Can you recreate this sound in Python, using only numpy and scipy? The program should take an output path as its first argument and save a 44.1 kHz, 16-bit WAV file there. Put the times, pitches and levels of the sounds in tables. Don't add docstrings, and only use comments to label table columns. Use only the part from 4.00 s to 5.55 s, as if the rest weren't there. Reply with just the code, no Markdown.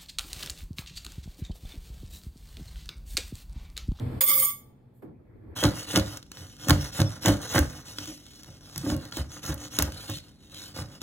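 import sys
import numpy as np
from scipy import signal
from scipy.fft import rfft, irfft, next_fast_len
from scipy.io import wavfile

SR = 44100
rng = np.random.default_rng(int(sys.argv[2]) if len(sys.argv) > 2 else 0)


def materialize(psi):
    bounded = np.clip(np.atleast_2d(psi).T, -1, 1)
    quanta = np.round(bounded * 32767).astype(np.int16)
    wavfile.write(sys.argv[1], SR, quanta)


def level_to_linear(level):
    exponent = np.asarray(level, float) / 20
    return 10 ** exponent


N = 68355
SIDES = np.array([[1], [-1]])

# start in seconds, then level in dB of modes above 12300 Hz, from 6000, from
BOUNCES = [(0.2068, -14, -16, -27.5, -33.5), (0.2122, -13.5, -20, -32, -36),
           (0.235, -8.5, -34.5, -37.5, -40.5), (0.2614, -20, -25, -37, -46),
           (0.2736, -19.5, -21.5, -31, -45.5), (0.28, -19, -21, -32.5, -34.5),
           (0.2874, -18, -20.5, -31.5, -32), (0.2964, -22, -26.5, -29, -33),
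           (0.3085, -17.5, -26.5, -32, -34.5), (0.314, -14.5, -29.5, -32, -34),
           (0.3249, -11, -33, -34, -38.5), (0.3364, -15.5, -25, -31.5, -38.5),
           (0.3506, -10.5, -29, -37.5, -45), (0.3614, -15, -25.5, -39, -43.5),
           (0.3763, -12.5, -22.5, -37, -39.5), (0.3958, -10, -24.5, -33.5, -39),
           (0.4142, -19.5, -25.5, -36, -41), (0.4207, -13, -24, -36.5, -35.5),
           (0.4268, -17.5, -19.5, -34.5, -36), (0.4457, -13.5, -19.5, -39.5, -46),
           (0.4594, -22, -31.5, -40, -43.5), (0.4831, -22.5, -31, -42.5, -51),
           (0.5018, -26, -33, -47.5, -45)]
# time in seconds, level in dB.
CHATTER = [
    (.2, -120),
    (.208, -44),
    (.26, -43.5),
    (.285, -29),
    (.42, -34),
    (.49, -36.5),
    (.525, -57),
    (.56, -77.5),
    (.6, -120),
]
ROLLER_HZ = [334, 235, 845, 1082, 1320, 1600, 1750, 2620, 2980, 3250]
# width in Hz, level in dB.
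ROLLER = [(60, -22), (70, -22), (26, -17.5), (38.5, -23.5), (39, -24.5), (57.93, -23.5), (50, -30.5),
          (40, -20.5), (29.3, -17.5), (35.07, -11.5)]
PLATE_HZ = [1158, 1270, 2070, 2210, 2300, 3100, 3455, 3680, 4280, 4910, 5080, 5300, 5600, 5767]
# width in Hz, level in dB.
PLATE = [(14, 3), (39, -11), (19.7, -3), (24, -2), (40.15, -16), (35, -6.5), (30.7, -3), (14, -7.5),
         (44, -11.5), (24, -3.5), (29.4, -7.5), (29.8, -18.5), (28, -11.5), (22, -4.5)]
BOWL_HZ = [6560, 6813, 7460, 8080, 8345, 8740, 9137, 9880, 10208, 10700, 11111, 11500, 11845, 12021]
# width in Hz, level in dB.
BOWL = [(24.9, -9), (17, -3), (33.82, -23), (22, -16.5), (29.5, -12.5), (21, -0.5), (23.8, -14),
        (29.6, -17), (25, -3), (35, -10.5), (32, -6.5), (36.9, -8), (19, 5), (24, 3.5)]
RIM_HZ = [12530, 12800, 13100, 13397, 13520, 13804, 14000, 14300, 14530, 14604, 15000, 15250, 15484, 15528]
# width in Hz, level in dB.
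RIM = [(30, -12), (27, -15.5), (50, -10.5), (24, -7.5), (35.3, -12.5), (19, -4.5), (40.35, -14), (55, -14),
       (35.19, -10), (34, -0.5), (55, -16.5), (55, -16.5), (40, -5.5), (28, -1)]
# frequency in Hz, left minus right in dB.
CLINK_SIDE = [(500, 1), (1150, -0.5), (3400, 1), (5000, -5), (7000, 0), (8400, 18.5), (9300, 13.5),
              (11700, -7.5)]


def spoon():
    chatter_per_s, chatter_spread_db = 400, -0.5
    bounce_db, strike_spread_db = -18, 4
    sharpness, contact_width_hz = 1.5, 190
    twin_split_hz, twin_db = 85, -8.5
    port_lead_rad, scatter_rad, scatter_full_hz = 0.9, 1.5, 9000
    bodies = [(ROLLER_HZ, ROLLER, -44), (PLATE_HZ, PLATE, -44), (BOWL_HZ, BOWL, -38.5), (RIM_HZ, RIM, -34.5)]

    s, rim, bowl, plate, low = np.transpose(BOUNCES)
    at, size = (s * SR).astype(int), SR * 4 // 5
    chatter_db = in_time(CHATTER)[:size] + chatter_spread_db * rng.standard_normal(size).clip(-1, 1)
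    touch = (rng.random(size) < chatter_per_s / SR) * level_to_linear(chatter_db)
    out = np.zeros((2, N))
    for pitches, modes, body_db in bodies:
        for hz, (width, level_db) in zip(pitches, modes):
            db = (low, plate, bowl, rim)[np.searchsorted([1900, 6000, 12300], hz)]
            clicks = touch * rng.standard_normal(size)
            strike_db = db - db.max() + bounce_db
            strike_db = strike_db + strike_spread_db * rng.standard_normal(len(s)).clip(-1, 1)
            clicks[at] += level_to_linear(strike_db) * rng.choice([-1, 1], len(s))

            scatter = scatter_rad * np.sqrt(min(hz / scatter_full_hz, 1))
            leads = port_lead_rad + scatter * rng.standard_normal(len(s) + 1)
            lead = leads[np.searchsorted(at, np.arange(size), "right")]
            both = choked(clicks * np.exp(0.5j * SIDES * lead), hz, width / sharpness, at).real

            split = twin_split_hz * (1 + rng.random(2)) / 2 * rng.choice([-1, 1], 2) * hz / 5000
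            twins = np.array([ring(clicks, hz + d, width, np.pi / 2) for d in split])
            both = both + level_to_linear(twin_db) * twins

            reach = contact_width_hz * np.sqrt(hz / 3000)
            soft = rms_one(ring(ring(both, hz, reach), hz, reach))
            mode_db = level_db + body_db + SIDES * at_hz(CLINK_SIDE, hz) / 2
            out[:, :size] += level_to_linear(mode_db) * np.sqrt(width / 30) * soft
    return out


def choked(press, hz, width, at):
    choke_db = -7
    pole = np.exp((2j * np.pi * hz - np.pi * width) / SR)
    state, parts = np.zeros((2, 1), complex), []
    for part in np.split(press + 1e-18, at, axis=1):
        out, state = signal.lfilter([1], [1, -pole], part, zi=level_to_linear(choke_db) * state)
        parts.append(out)
    return np.concatenate(parts, axis=1)


# frequency in Hz, level in dB per Hz.
CRACK = [(400, -10), (1200, -9), (3450, -8.5), (5000, -13), (6100, -46.5), (7300, -30), (8500, -10.5),
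         (15800, -7.5)]


def cracks():
    crack_db, t60_s, later_dull_db, glitter_hz = -17, 0.1, -19, 7600
    first, *later = [level_to_linear(rim + 10.5 + crack_db) * dying(s, t60_s, 0.0045) for s, rim, *rest in BOUNCES]
    later = level_to_linear(-10.5) * sum(later)

    def shape(hz):
        lean = level_to_linear(SIDES * at_hz(CLINK_SIDE, hz) / 2)
        return lean * (first + later * level_to_linear(later_dull_db * (hz < glitter_hz)))
    return coloured(CRACK, 0.77, shape)


# time in seconds, level in dB.
SWING = [
    (0.19, -68.5),
    (0.21, -53.5),
    (0.23, -37.5),
    (0.266, -58.5),
    (0.284, -47.5),
    (0.418, -41.5),
    (0.5, -74),
]


def plate_hum():
    swing_hz, side_db, lead_rad = 530.7, 10, 1.1
    after_hz, after_s, after_db, after_t60_s = 848, 0.49, -70, 2.24
    t = np.arange(N) / SR
    swing_db = np.interp(t, *np.transpose(SWING), left=-120, right=-120) + 2 + SIDES * side_db / 2
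    swing = level_to_linear(swing_db) * np.sin(2 * np.pi * swing_hz * t + SIDES * lead_rad / 2)
    wavering = level_to_linear(after_db + 1.8 * drift(12)) * dying(after_s, after_t60_s, 0.0086)
    return swing + wavering * np.sin(2 * np.pi * after_hz * t)


def cavity(x):
    size = next_fast_len(N + SR)
    w = 2 * np.pi * np.arange(size // 2 + 1) / size
    t60 = np.interp(w, [0, np.pi * 0.7], [0.34, 0.22])
    walls = []
    for side in range(2):
        response = 0
        for k, delay in enumerate(rng.integers(90, 500, 8)):
            echo = np.exp(-1j * w * delay)
            response = response + (-1) ** k * echo / (1 - level_to_linear(-60 * delay / SR / t60) * echo)
        walls.append(response)
    return irfft(rfft(x, size) * np.array(walls), size)[:, :N] / 8


def kitchen(x):
    t60_s, treble_t60_s = 0.44, 0.32
    white, size = rng.standard_normal((2, N)), next_fast_len(N + SR // 2)
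    dull = signal.sosfilt(signal.butter(2, 6000, fs=SR, output="sos"), white)
    tail = dull * dying(0.01, t60_s, 0.02) + (white - dull) * dying(0.01, treble_t60_s, 0.02)
    return irfft(rfft(x, size) * rfft(rms_one(tail) / np.sqrt(N), size), size)[:, :N]


# frequency in Hz, level in dB per Hz.
THUD = [(24, -31), (40, 2.5), (319, -1), (611, -17.5), (1100, -24), (2390, -35), (2820, -50), (6000, -54),
        (7800, -84), (13200, -120)]


def thud():
    level_db, start_s = -34.5, 1.022
    again_db, again_s = -20.5, 0.055

    def shape(hz):
        t60 = np.interp(np.log(hz), np.log([300, 4000]), [0.42, 0.12])
        rise = 0.012 * (300 / hz) ** 2
        again = level_to_linear(again_db + 9.8 * (500 < hz < 1000))
        return dying(start_s, t60, rise) + again * dying(start_s + again_s, t60, rise)
    return level_to_linear(level_db) * coloured(THUD, 0, shape)


# frequency in Hz, level in dB per Hz.
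SWISH = [(3000, -23), (4000, -18), (6500, -27), (8600, -2), (10000, -16), (12200, -2.5), (15800, -6)]


def swish():
    peak_s, rise_s, fall_s, flick_s = 0.972, 0.03, 0.045, 1.027
    level_db, flick_db = -73, 6.5
    t = np.arange(N) / SR - peak_s
    swell = np.exp(-(t / np.where(t < 0, rise_s, fall_s)) ** 2)
    flick = level_to_linear(flick_db) * dying(flick_s - 0.008, 0.18, 0.0049)
    return level_to_linear(level_db) * (swell + flick) * coloured(SWISH, 0)


# time in seconds, level in dB.
SWELL = [
    (1.05, -73.5),
    (1.15, -57.5),
    (1.31, -54),
    (1.4, -52.5),
    (1.55, -45.5),
]
# frequency in Hz, level in dB per Hz.
MOTOR = [(25, -10), (98, 1.5), (150, -12), (373, -9.5), (700, -27), (1300, -32.5), (2200, -34.5),
         (3000, -35)]


def motor():
    edge_hz, whine_hz, whine_db = 2400, 12700, -38.5
    edge = signal.butter(8, edge_hz, fs=SR, output="sos")
    body = signal.sosfilt(edge, coloured(MOTOR, patchy_db=3.0))
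    whine = rms_one(ring(rng.standard_normal((2, N)), whine_hz, 400))
    return level_to_linear(in_time(SWELL)) * (body + level_to_linear(whine_db) * whine)


# time in seconds, level in dB.
GAIN = [(0, -29.5), (.1, -31.5), (.17, -31), (.19, -31.5), (.201, -40), (.22, -52.5), (.3, -49.5),
        (.43, -46.5), (.55, -51.5), (.65, -50), (.9, -51.5), (.97, -52.5), (1.15, -57), (1.55, -50)]
# frequency in Hz, level in dB per Hz.
FLOOR = [(15, -50), (25, -26.5), (114, 1.5), (152, -16.5), (250, -13), (325, -13), (470, -18.5),
         (4500, -43), (5850, -79.5), (9900, -120)]
# frequency in Hz, width in Hz, level in dB over the floor.
HUM = [(95.6, 42, -9), (123.2, 3.7, -2), (193.7, 11, -9), (245.5, 18, -6.5), (473.4, 8.7, -16.5)]
# frequency in Hz, level in dB per Hz.
HISS = [(2650, -30.5), (4500, -1.5), (6370, -22), (8500, -0.5), (10600, -12.5), (13100, -4), (15800, -9)]


def room_floor():
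    hiss_db, hiss_follows, floor_dulls = -32.5, 1.3, 0.2
    hum = sum(level_to_linear(db) * rms_one(ring(rng.standard_normal(N), hz, width)) for hz, width, db in HUM)
    gain_db = in_time(GAIN)
    duck_db = gain_db - gain_db[0]
    duller = level_to_linear(floor_dulls * duck_db)
    hiss = level_to_linear(hiss_db + hiss_follows * duck_db) * coloured(HISS, patchy_db=0.7)
    rumble = coloured(FLOOR, 0.5, lambda hz: duller if hz > 900 else 1)
    return level_to_linear(gain_db - 6) * (rumble + hum) + level_to_linear(gain_db[0]) * hiss


# frequency in Hz, likeness from 0 to 1.
LIKENESS = [(60, .95), (180, 0.8), (550, 0), (1650, 0.2), (5000, 0.2), (15000, 0)]


def coloured(spectrum, patchy_db, shape=lambda hz: 1):
    out, power, edges = 0, 0, 22 * 2 ** np.arange(0, 9.7, 1 / 3)
    white = rng.standard_normal((2, 2, N))
    for k, (low, high) in enumerate(zip(edges, edges[1:])):
        hz, flicker = np.sqrt(low * high), drift(12)
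        if spectrum[0][0] < hz < spectrum[-1][0]:
            band = signal.butter(2, [low, high], "band", fs=SR, output="sos")
            mid, side = signal.sosfilt(band, white[k % 2])
            alike, gain = at_hz(LIKENESS, hz), level_to_linear(at_hz(spectrum, hz))
            power += gain ** 2 * (high - low) * 4 / SR
            stereo = np.sqrt(1 + alike) * mid + np.sqrt(1 - alike) * side * SIDES
            out = out + gain * level_to_linear(patchy_db * flicker) * shape(hz) * stereo
    return out / np.sqrt(power)


def ring(clicks, hz, width, phase=0.):
    r, w = np.exp(-np.pi * width / SR), 2 * np.pi * hz / SR
    strike = [np.sin(phase), r * np.sin(w - phase)]
    return signal.lfilter(strike, [1, -2 * r * np.cos(w), r * r], clicks + 1e-18)


def dying(start_s, t60, rise_s):
    t = np.maximum(np.arange(N) / SR - start_s, 0)
    return (1 - np.exp(-t / rise_s)) * np.exp(-np.log(1000) * t / t60)


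def drift(rate_hz):
    r = np.exp(-80 * np.pi * rate_hz / SR)
    slow = signal.lfilter([1], [1, -2 * r, r * r], rng.standard_normal(N // 40 + 2002))[2000:]
    return np.interp(np.arange(N) / 40, np.arange(len(slow)), rms_one(slow))


def rms_one(x):
    return x / np.sqrt(np.mean(x ** 2) + 1e-20)


def in_time(rows):
    s, db = np.transpose(rows)
    return np.interp(np.arange(N) / SR, s, db)


def at_hz(points, hz):
    table_hz, value = np.transpose(points)
    return np.interp(np.log(hz), np.log(table_hz), value)


# frequency in Hz, width in Hz, depth from 0 to 1.
DIPS = [(6000, 800, 0.81), (7280, 450, .93), (3880, 200, .55), (2807, 260, .7), (1480, 150, 0.3)]


def ports(x):
    self_noise_db = -90.5
    for hz, width, depth in DIPS:
        x = x - depth * signal.lfilter(*signal.iirpeak(hz, hz / width, fs=SR), x)
    return x + level_to_linear(self_noise_db) * rng.standard_normal(x.shape)


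def scene():
    cavity_db, kitchen_db = -12, -17
    clink = spoon() + cracks()
    answer = level_to_linear(cavity_db) * cavity(clink) + level_to_linear(kitchen_db) * kitchen(clink)
    return clink + plate_hum() + answer + room_floor() + motor() + thud() + swish()


def low_pass(x):
    return signal.sosfilt(signal.butter(12, 16850, fs=SR, output="sos"), x)


def record(dry):
    cutoff_hz, fade_s = 15850, 0.004
    top_cut = signal.ellip(12, 0.5, 70, cutoff_hz, fs=SR, output="sos")
    cut = signal.sosfilt(top_cut, ports(dry))
    fade = np.minimum((N - np.arange(N)) / SR / fade_s, 1)
    return low_pass(cut * fade)


dry = scene()
out = record(dry)
materialize(out)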